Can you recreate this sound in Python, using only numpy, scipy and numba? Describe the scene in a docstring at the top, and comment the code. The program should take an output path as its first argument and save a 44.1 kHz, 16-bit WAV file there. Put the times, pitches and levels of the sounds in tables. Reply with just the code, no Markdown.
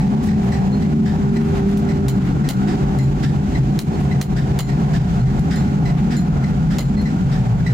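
"""A forge blower and its fire drone in a small brick workshop: noise booms in resonances, rushes and hisses.
The blower adds thin duct tones, a whine and a blade tone. A phone carried past it, through the room's
standing waves, comes to rest at the anvil. A smith hammers a hot link (cracks, knocks, block ring), taps
the block and makes steel squeak; soles scuff. Further off a sledge and a hand hammer strike in turn, heard as
reverberant noise and clinks. The phone ducks on sharp treble bursts and limits the drone's peaks."""
import sys
import numpy as np
from scipy import signal
from scipy.fft import rfft, irfft
from scipy.io import wavfile
from scipy.ndimage import uniform_filter1d, minimum_filter1d, map_coordinates
from numba import njit

SR = 44100
rng = np.random.default_rng(int(sys.argv[2]) if len(sys.argv) > 2 else 0)


def generate_wav(signal):
    """Clip the signal to [-1, 1] and save it as 16-bit WAV at the path in sys.argv[1]."""
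    frames = np.transpose(np.atleast_2d(signal))
    scaled = np.clip(frames, -1, 1) * 32767
    pcm = np.round(scaled).astype(np.int16)
    wavfile.write(sys.argv[1], SR, pcm)


N = 340893
T = np.arange(N) / SR
FREQ = np.maximum(np.arange(N // 2 + 1) * SR / N, 1)

# Boom of forge and room, before FORGE_GAIN_DB:
# (frequency [Hz], width [Hz], level at the antinode [dB], antinode position along the path [m])
BOOM_MODES = [(47.5, 12.7, -26.5, 1.45), (67.4, 15, -28, 0.95), (84.6, 10.2, -26.5, 1.8),
              (114.8, 15.5, -29, 1.1), (140.15, 19.9, -18, 0.44), (164.4, 26, -19.5, 0.85),
              (187.1, 29, -22.5, 0.83), (205.34, 15.3, -18.5, 0.12), (226.9, 53, -24, 0.8),
              (270.8, 60, -28.5, 0.2), (324.4, 92, -31.5, 0.31)]
# Spectrum of the air and flame rush: (frequency [Hz], relative density [dB])
RUSH_SPECTRUM = [(240, -25.5), (400, -9), (470, -10.5), (600, -17), (900, -15.5), (1130, -21.5),
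                 (1550, -25), (2300, -30), (3200, -34), (5000, -38.5), (7200, -40), (9000, -51),
                 (14000, -55.5), (16000, -69)]
# Resonances of duct and casing: (frequency [Hz], width [Hz], relative level [dB])
DUCT_MODES = [(738.5, 106, -0.5), (837, 104, -6.5), (1095, 79, -15.5)]
# Thin tones in the duct: (frequency [Hz], level relative to the flow [dB])
DUCT_TONE_LEVELS = [(698, -10.5), (742, -9.5), (795, -10), (850, -12)]
# Strength of the air flow: (time [s], level [dB])
FLOW_LEVEL = [(0, -35), (.42, -33), (.7, -34.5), (1.25, -35), (1.5, -34), (2.2, -37.5), (2.75, -33),
              (3.5, -37), (4.1, -35.5), (4.85, -34), (5.2, -36), (7.73, -36.5)]
# Whine of the duct: (time [s], level [dB])
WHINE_LEVEL = [(0, -51), (1.4, -38), (1.8, -42), (2.5, -34), (3.6, -46), (4.8, -41), (7.73, -39)]
# Blade tone, swelling and fading as the phone passes the blower: (time [s], level [dB])
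BLADE_LEVEL = [(0, -33), (.5, -26), (.68, -30), (1, -24), (1.2, -26.5), (1.42, -20.5), (1.57, -24.5),
               (1.68, -21), (1.86, -26.5), (2.07, -23), (2.2, -33), (2.5, -33), (2.65, -27), (3.05, -29),
               (3.4, -36), (3.95, -31), (4.6, -33.5), (7.73, -38)]
# Hand hammer strokes, and at 6.972 s the near anvil's 2 kHz ring; clink pitch depends on where the work is hit:
# (time [s], clatter [dB], clink [dB], clink frequency [Hz])
HAMMER_STROKES = [(0, -35, -35, 1956), (.285, -31, -30, 2015), (.518, -27, -25, 1958),
                  (.822, -36, -31, 2010), (1.36, -31, -31, 1979), (1.887, -31, -26, 1991),
                  (2.44, -33, -35, 2006), (2.987, -34, -33, 2040), (3.548, -37, -33, 2030),
                  (4.112, -35, -27, 2008), (4.688, -32, -33, 2008), (5.256, -39, -33, 2044),
                  (5.672, -42, -35, 2100), (5.852, -31, -28, 2008), (6.437, -32, -30, 2026),
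                  (6.972, -36, -32, 2029), (7.055, -31, -27, 2008), (7.662, -29, -24, 1990)]
# Clatter of the hand hammer: (frequency [Hz], width [Hz], relative level [dB])
HAMMER_MODES = [(1837, 120, -4.5), (2160, 1200, -6), (4100, 340, -12), (5140, 2400, -10),
                (5770, 330, -18.5), (7840, 640, -17.5), (12200, 4000, -26)]
# Sole scuffs on the gritty floor: (time [s], length [s], rub [dB], grit [dB])
SCUFF_EVENTS = [(0.217, 0.08, -52, -38), (0.37, 0.2, -38, -48), (1.32, 0.23, -35, -46.5),
                (1.532, 0.093, -34.5, -49), (1.667, 0.08, -33, -42), (2.173, 0.16, -33, -49),
                (3.977, 0.095, -36.5, -45), (5.943, 0.067, -34, -51)]
# Sledge strokes: (time [s], level [dB])
SLEDGE_STROKES = [(.27, -30), (1.055, -24), (2.67, -25), (3.225, -23.5), (4.36, -24.5), (4.93, -26),
                  (5.505, -20.5), (6.102, -22), (6.7, -25.5), (7.31, -24.5)]
# Ring of the sledge: (frequency [Hz], width [Hz], relative level [dB])
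SLEDGE_MODES = [(1530, 980, -2), (1770, 500, 0.5), (2400, 2200, -5.5), (3150, 330, -12.5), (3690, 800, -7),
                (4910, 1500, -5), (5620, 650, -14), (7260, 3200, -11), (9200, 700, -30),
                (13200, 3000, -23.5)]
# Steel sliding on steel: (time [s], level [dB], slide length [s], frequency [Hz], ring t60 [s])
SQUEAK_EVENTS = [(0.722, -36, 0.04, 4205, .4), (3.926, -47, 0.044, 4350, .24), (5.2, -44, 0.026, 4210, .24),
                 (6.968, -33, 0.071, 4220, .24)]
# Hard blows on the hot link, before the port lean:
# (time [s], crack [dB], wall scatter [dB], knock [dB], block ring [dB], scatter and knock t60 [s])
HARD_BLOWS = [(1.773, -29.5, -31, -44, -46, 0.11), (2.0825, -18.5, -22.5, -19, -33, 0.11),
              (2.4885, -13, -17.5, -14.5, -33, 0.13), (3.7905, -11, -21.5, -21, -38, 0.15),
              (4.2135, -10.5, -16, -14.5, -34, 0.115), (4.5895, -12, -17, -10, -26, .115),
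              (6.7845, -15.5, -22, -14, -30, .125)]
# Light touches of hammer and tongs on the block, before the port lean:
# (time [s], ring [dB], tick [dB], link rattle [dB])
LIGHT_TAPS = [(2.987, -35, -31, -39), (3.03, -43, -42, -45), (5.394, -45, -37, -38),
              (5.559, -33.5, -28, -42), (6.167, -29, -37, -44), (7.015, -42, -35, -54)]
# Anvil block and hammer: (frequency [Hz], width [Hz], relative level [dB])
ANVIL_MODES = [(2040, 90, -2), (4130, 70, -1.5), (4212, 35, -1), (5750, 140, -11), (6972, 35, -1),
               (7200, 35, -1), (7581, 45, -7), (9523, 50, -15), (10120, 40, -11), (10620, 60, -12),
               (13110, 60, -13), (14030, 70, -15), (14500, 70, -14)]
# Dull knock of the iron and the block's seat, and the block's modes:
# (frequency [Hz], width [Hz], relative level [dB])
KNOCK_MODES = [(670, 830, 4), (1360, 700, -8), (2060, 360, -2.5), (3010, 780, -1), (4110, 480, -1),
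               (4730, 810, -4.5), (6850, 570, -2), (13000, 300, -11)]
# How the two ports face the shop: (frequency [Hz], left minus right [dB])
PORT_LEAN = [(60, -0.5), (110, 1), (200, 0.5), (380, 0), (700, -2.5), (1290, -1.0), (2380, -1), (4400, 0),
             (8120, -6.5), (15000, -8)]

PATH_M, ARRIVES_S = 0.62, 5.6
NODE_POWER_SHARE = 0.21  # power left at a standing wave's nodes
RUMBLE_DB, FORGE_GAIN_DB = -42, 4  # the gain also lifts the rumble
SURGE_DEPTH, SURGE_RATE_HZ = .035, 6  # the surging flame pulls the boom's pitch about
RUSH_GAIN_DB, HISS_GAIN_DB = 5.5, -28  # rush is relative to the flow
HISS_FOLLOW_POWER = .5
TONE_WANDER, TONE_FLICKER_DB = .012, 2.2  # multipliers of walk()
BLADE_HZ = 394.9
UPPER_RATIO, UPPER_DB = 2.01, -12  # second clink mode
CLINK_RISE_S, CLINK_T60_S, BLUR_RATE_HZ = .003, .19, 190
CATCH_SHARE = .6
CRACK_HZ, CRACK_WIDTH_HZ, CRACK_S = 3100, 9500, 0.003
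BUILD_T60_S = .012  # build-up of scatter, knock and ring behind the crack
MODE_SPACING_HZ, MODE_SPREAD_DB = 110, 3  # dense high modes of hammer, tongs and link
TOP_HZ = 15800


def undb(db):
    """Decibels to gain."""
    return 10 ** (np.asarray(db) / 20)


def unit(x):
    """Scale to an rms of 1."""
    return x / np.sqrt(np.mean(x ** 2))


def curve_gain(table, x):
    """Interpolate a (position, dB) table and return gain."""
    position, db = np.transpose(table)
    return undb(np.interp(x, position, db))


def log_curve_db(table):
    """Interpolate a (Hz, dB) table over log frequency."""
    hz, db = np.transpose(table)
    return np.interp(np.log(FREQ), np.log(hz), db)


def walk(rate_hz):
    """Random levels held 1 / rate_hz and smoothed twice; spread about 1.5."""
    k = int(SR / rate_hz)
    steps = np.repeat(rng.standard_normal(N // k + 1), k)
    return 2.0 * uniform_filter1d(uniform_filter1d(steps, k), k)[:N]


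def resonance(hz, width_hz):
    """Gain of a steep resonance at every frequency."""
    detune = (FREQ / hz - hz / FREQ) * hz / width_hz / 1.01
    return 1 / (1 + detune ** 2) ** 1.34


def ringing(modes):
    """Gain at every frequency of several (Hz, width, dB) resonances, summed in power."""
    return np.sqrt(sum(undb(db) ** 2 * unit(resonance(hz, width)) ** 2 for hz, width, db in modes))


def noise(gain, lag_ms=0., diffuse_hz=700):
    """Unit coloured noise at two ports: direct part late at the left, treble mostly diffuse."""
    direct, left, right = rfft(rng.standard_normal((3, N)))
    share = np.clip(0.84 / (1 + (diffuse_hz / FREQ) ** 2), 0, 1)
    late = np.exp(-2j * np.pi * FREQ * lag_ms / 1000)
    direct_ports = np.array([direct * late, direct])
    ports = np.sqrt(1 - share) * direct_ports + np.sqrt(share) * np.array([left, right])
    return unit(irfft(ports * gain, N))


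def fade(t, t60):
    """Free decay, 60 dB down after t60."""
    return np.exp(-np.log(1000) * t / t60)


def waver(x, depth, rate_hz):
    """Let the pitch wander by reading the sound at an uneven speed."""
    place = np.cumsum(1 + depth * walk(rate_hz)) % N
    return np.array([map_coordinates(channel, [place], order=3, mode="nearest") for channel in x])


def add(out, start_s, sound):
    """Mix a sound in from start_s."""
    i = max(int(start_s * SR), 0)
    out[:, i:i + sound.shape[-1]] += sound[..., :max(N - i, 0)]


def forge():
    """Turbulence booms in resonances; each standing wave swells and fades as the phone moves through it."""
    out = undb(RUMBLE_DB) * noise(resonance(22, 30))
    place_m = PATH_M * np.minimum(T / ARRIVES_S, 1)
    for hz, width, db, antinode_m in BOOM_MODES:
        wave = np.cos(2 * np.pi * hz * (place_m - antinode_m) / 343)  # speed of sound [m/s]
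        standing = np.sqrt(NODE_POWER_SHARE + (1 - NODE_POWER_SHARE) * wave ** 2)
        out = out + undb(db) * standing * noise(resonance(hz, width), lag_ms=0.23, diffuse_hz=750)
    return waver(out, SURGE_DEPTH, SURGE_RATE_HZ)


def duct_tones():
    """Eddies lock onto the duct's resonances: thin tones that waver in pitch and level."""
    out = np.zeros((2, N))
    for hz, db in DUCT_TONE_LEVELS:
        phase = 2 * np.pi * np.cumsum(hz * (1 + TONE_WANDER * walk(12))) / SR
        left_lag_rad = 1.34 + 0.66 * walk(3.6)
        flicker = undb(TONE_FLICKER_DB * walk(9))
        out += undb(db) * unit(flicker * np.sin([phase - left_lag_rad, phase]))
    return out


def blade_tone():
    """The blades hum at a wandering pitch, with a weaker partial a fifth above."""
    # blower on the right: the left port lags [rad]
    left_lag_rad = np.array([[.9], [0]])
    phase = 2 * np.pi * np.cumsum(BLADE_HZ * (1 + 0.0039 * walk(14))) / SR - left_lag_rad
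    throb = undb(.9 * walk(18))
    tone = curve_gain(BLADE_LEVEL, T) * np.sqrt(2) * throb * np.sin(phase)
    overtone = undb(-42.0 + 2 * walk(5.5)) * np.sin(1.5 * phase)
    return tone + overtone


def blower():
    """Air flow drives the duct's rush and tones and, less, the outlet's hiss; whine and blade tone are added."""
    flow = curve_gain(FLOW_LEVEL, T)
    low_cut = 1 / (1 + (300 / FREQ) ** 4)
    air = noise(undb(log_curve_db(RUSH_SPECTRUM)) * low_cut, lag_ms=0.44, diffuse_hz=830)
    hiss = irfft(rfft(air) / (1 + (1800 / FREQ) ** 4), N)
    duct = waver(noise(ringing(DUCT_MODES), lag_ms=0.23, diffuse_hz=1060), depth=.012, rate_hz=6)
    gusts = undb(.8 * walk(14))
    rush = (air - hiss + undb(-5) * duct) * undb(RUSH_GAIN_DB) * gusts
    whine_gain = curve_gain(WHINE_LEVEL, T) * undb(walk(7.9))
    whine = whine_gain * noise(resonance(1387, 350), lag_ms=0.43, diffuse_hz=2200)
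    flutter = undb(.4 * walk(20))
    outlet = hiss * flutter * undb(HISS_GAIN_DB) * (flow / flow.mean()) ** HISS_FOLLOW_POWER
    return flow * (rush + duct_tones()) + outlet + whine + blade_tone()


def far_blows(blows, modes, rise_s, t60, clatter_db):
    """Far blows arrive as reverberation only: a soft front and a ringing, clattering tail."""
    swell, t = np.zeros((1, N)), T[:SR]
    for start_s, db, *_ in blows:
        add(swell, start_s, undb(db) * (1 - np.exp(-t / rise_s)) * fade(t, t60))
    return swell * undb(clatter_db * walk(160)) * noise(ringing(modes))


def clinks():
    """Struck work (at 6.972 s the near anvil) rings in two modes, blurred by the room, each at its own pitch."""
    out, t = np.zeros((2, N)), T[:SR // 2]
    blur = unit(np.array([walk(BLUR_RATE_HZ), walk(BLUR_RATE_HZ)]))
    swell = (1 - np.exp(-t / CLINK_RISE_S)) * fade(t, CLINK_T60_S)
    for start_s, _, db, hz in HAMMER_STROKES:
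        drift = blur[:, (int(start_s * SR) + np.arange(len(t))) % N]
        phase = 2 * np.pi * (hz * t + rng.random((2, 1))) + .9 * drift
        modes = np.sin(phase) + undb(UPPER_DB) * np.sin(UPPER_RATIO * phase)
        # each port's level flickers with the other port's drift
        add(out, start_s, undb(db + 4.6 * drift[::-1]) * swell * modes)
    return out


def hand_hammer():
    """Each row, far strokes and the one near ring, gives a quick-rising noise clatter and a tonal clink."""
    clatter = far_blows(HAMMER_STROKES, HAMMER_MODES, rise_s=0.0023, t60=0.3, clatter_db=0.5)
    return clatter + clinks()


def scuffs():
    """A sliding sole rubs in uneven swells and crunches fine grit."""
    out = np.zeros((2, N))
    rub = noise(resonance(1150, 2500)) * undb(1.4 * walk(60))
    grit = unit(noise(resonance(4000, 11000)) * undb(1.0 * walk(400)))
    for start_s, length_s, rub_db, grit_db in SCUFF_EVENTS:
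        swell = np.sin(np.linspace(0, np.pi, int(length_s * SR)))
        part = int(start_s * SR) + np.arange(len(swell))
        add(out, start_s, swell * (undb(rub_db) * rub[:, part] + undb(grit_db) * grit[:, part]))
    return out


def sledge():
    """The far sledge rings broad, slower-rising resonances."""
    return far_blows(SLEDGE_STROKES, SLEDGE_MODES, rise_s=0.01, t60=0.3, clatter_db=-0.15)


def squeaks():
    """Sliding steel drives one mode of the tool: it catches at once, swells, then rings out."""
    out, t = np.zeros((2, N)), T[:SR // 4]
    for start_s, db, length_s, hz, t60 in SQUEAK_EVENTS:
        slide = np.sin(np.pi * np.minimum(t / length_s, 1)) ** 2
        swell = slide + CATCH_SHARE * fade(t, t60)
        jitter = 0.019 * np.cumsum(rng.standard_normal((2, len(t))), axis=-1)
        add(out, start_s, undb(db) * swell * np.sin(2 * np.pi * hz * t + jitter))
    return out


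def smith():
    """Blows crack, knock, ring the block and scatter off the walls; taps tick, ring and rattle the link."""
    out, t = np.zeros((2, N)), T[:SR // 3]
    grid = np.arange(0, SR / 2, MODE_SPACING_HZ)
    high_modes = undb(np.interp(FREQ, grid, MODE_SPREAD_DB * rng.standard_normal(len(grid))))
    tilt = FREQ / (FREQ + 1500) / np.sqrt(1 + (FREQ / 6000) ** 2)
    bright = noise(high_modes * tilt, diffuse_hz=1480)
    snap = noise(resonance(CRACK_HZ, CRACK_WIDTH_HZ))[0]
    dull = noise(ringing(KNOCK_MODES), diffuse_hz=1210)
    # narrow noise bands at the block's modes make a rough metallic ring
    steel = noise(ringing(ANVIL_MODES))
    clumps = undb(1.4 * walk(300))  # early reflections come in clumps
    # a loose link chatters in many tiny contacts
    chatter = unit(noise(resonance(5200, 9000)) * undb(3 * walk(500)))
    for start_s, crack_db, scatter_db, knock_db, ring_db, t60 in HARD_BLOWS:
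        part = int(start_s * SR) + np.arange(len(t))
        # direct from the anvil: same crack at both ports
        crack = snap[part] * np.exp(-(t / CRACK_S) ** 2)
        crack = undb(crack_db) * crack / crack[:int(CRACK_S * SR)].std()
        clank = undb(scatter_db) * bright[:, part] + undb(knock_db) * dull[:, part]
        clank = clank * clumps[part] * fade(t, t60)
        # the block rings on softly under the blow
        ring = undb(ring_db) * steel[:, part] * fade(t, 0.3)
        add(out, start_s, crack + (clank + ring) * (1 - fade(t, BUILD_T60_S)))
    for start_s, ring_db, tick_db, rattle_db in LIGHT_TAPS:
        part = int(start_s * SR) + np.arange(len(t))
        ring = undb(ring_db) * steel[:, part] * fade(t, 0.24)
        tick = undb(tick_db) * bright[:, part] * fade(t, 0.019)
        rattle = undb(rattle_db) * chatter[:, part] * fade(t, 0.089)
        add(out, start_s, ring + tick + rattle)
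    return out * undb(np.array([[-.5], [.5]]))  # left, right [dB]


def scene():
    """Forge, blower, hand hammer and sledge get the ports' frequency-dependent lean; the rest do not."""
    shop = undb(FORGE_GAIN_DB) * forge() + blower() + hand_hammer() + sledge()
    lean_db = log_curve_db(PORT_LEAN)
    port_gain = undb(np.array([lean_db, -lean_db]) / 2)
    return irfft(rfft(shop) * port_gain, N) + scuffs() + squeaks() + smith()


@njit
def recover(gain, step):
    """A gain that falls at once and climbs back gradually."""
    out, g = np.empty(len(gain)), 1.
    for i in range(len(gain)):
        g = min(gain[i], g + (1 - g) * step)
        out[i] = g
    return out


def limit(x, sensed, ceiling_db, hold_s, release_s):
    """Look-ahead limiter: the gain drops just before a peak, holds, then recovers."""
    need = np.minimum(1, undb(ceiling_db) / (np.abs(sensed).max(axis=0) + 1e-9))
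    half, ahead = int(hold_s * SR / 2), SR // 400
    held = minimum_filter1d(need, 2 * half + 1, origin=half)
    gain = minimum_filter1d(recover(held, 1 / (release_s * SR)), 2 * ahead)
    return x * uniform_filter1d(gain, ahead)


def record(dry):
    """The phone ducks on sharp treble bursts, limits the drone's peaks and cuts the top."""
    treble = signal.sosfilt(signal.butter(2, 1500, "high", fs=SR, output="sos"), dry)
    burst = np.sqrt(np.abs(uniform_filter1d(treble ** 2, size=150)))
    ducked = limit(dry, burst, ceiling_db=-20, hold_s=.07, release_s=.025)
    held = limit(ducked, ducked, ceiling_db=-8.5, hold_s=0.0016, release_s=0.067)
    return signal.sosfilt(signal.ellip(8, .2, 70, TOP_HZ, fs=SR, output="sos"), held)


dry = scene()
out = record(dry)
generate_wav(out)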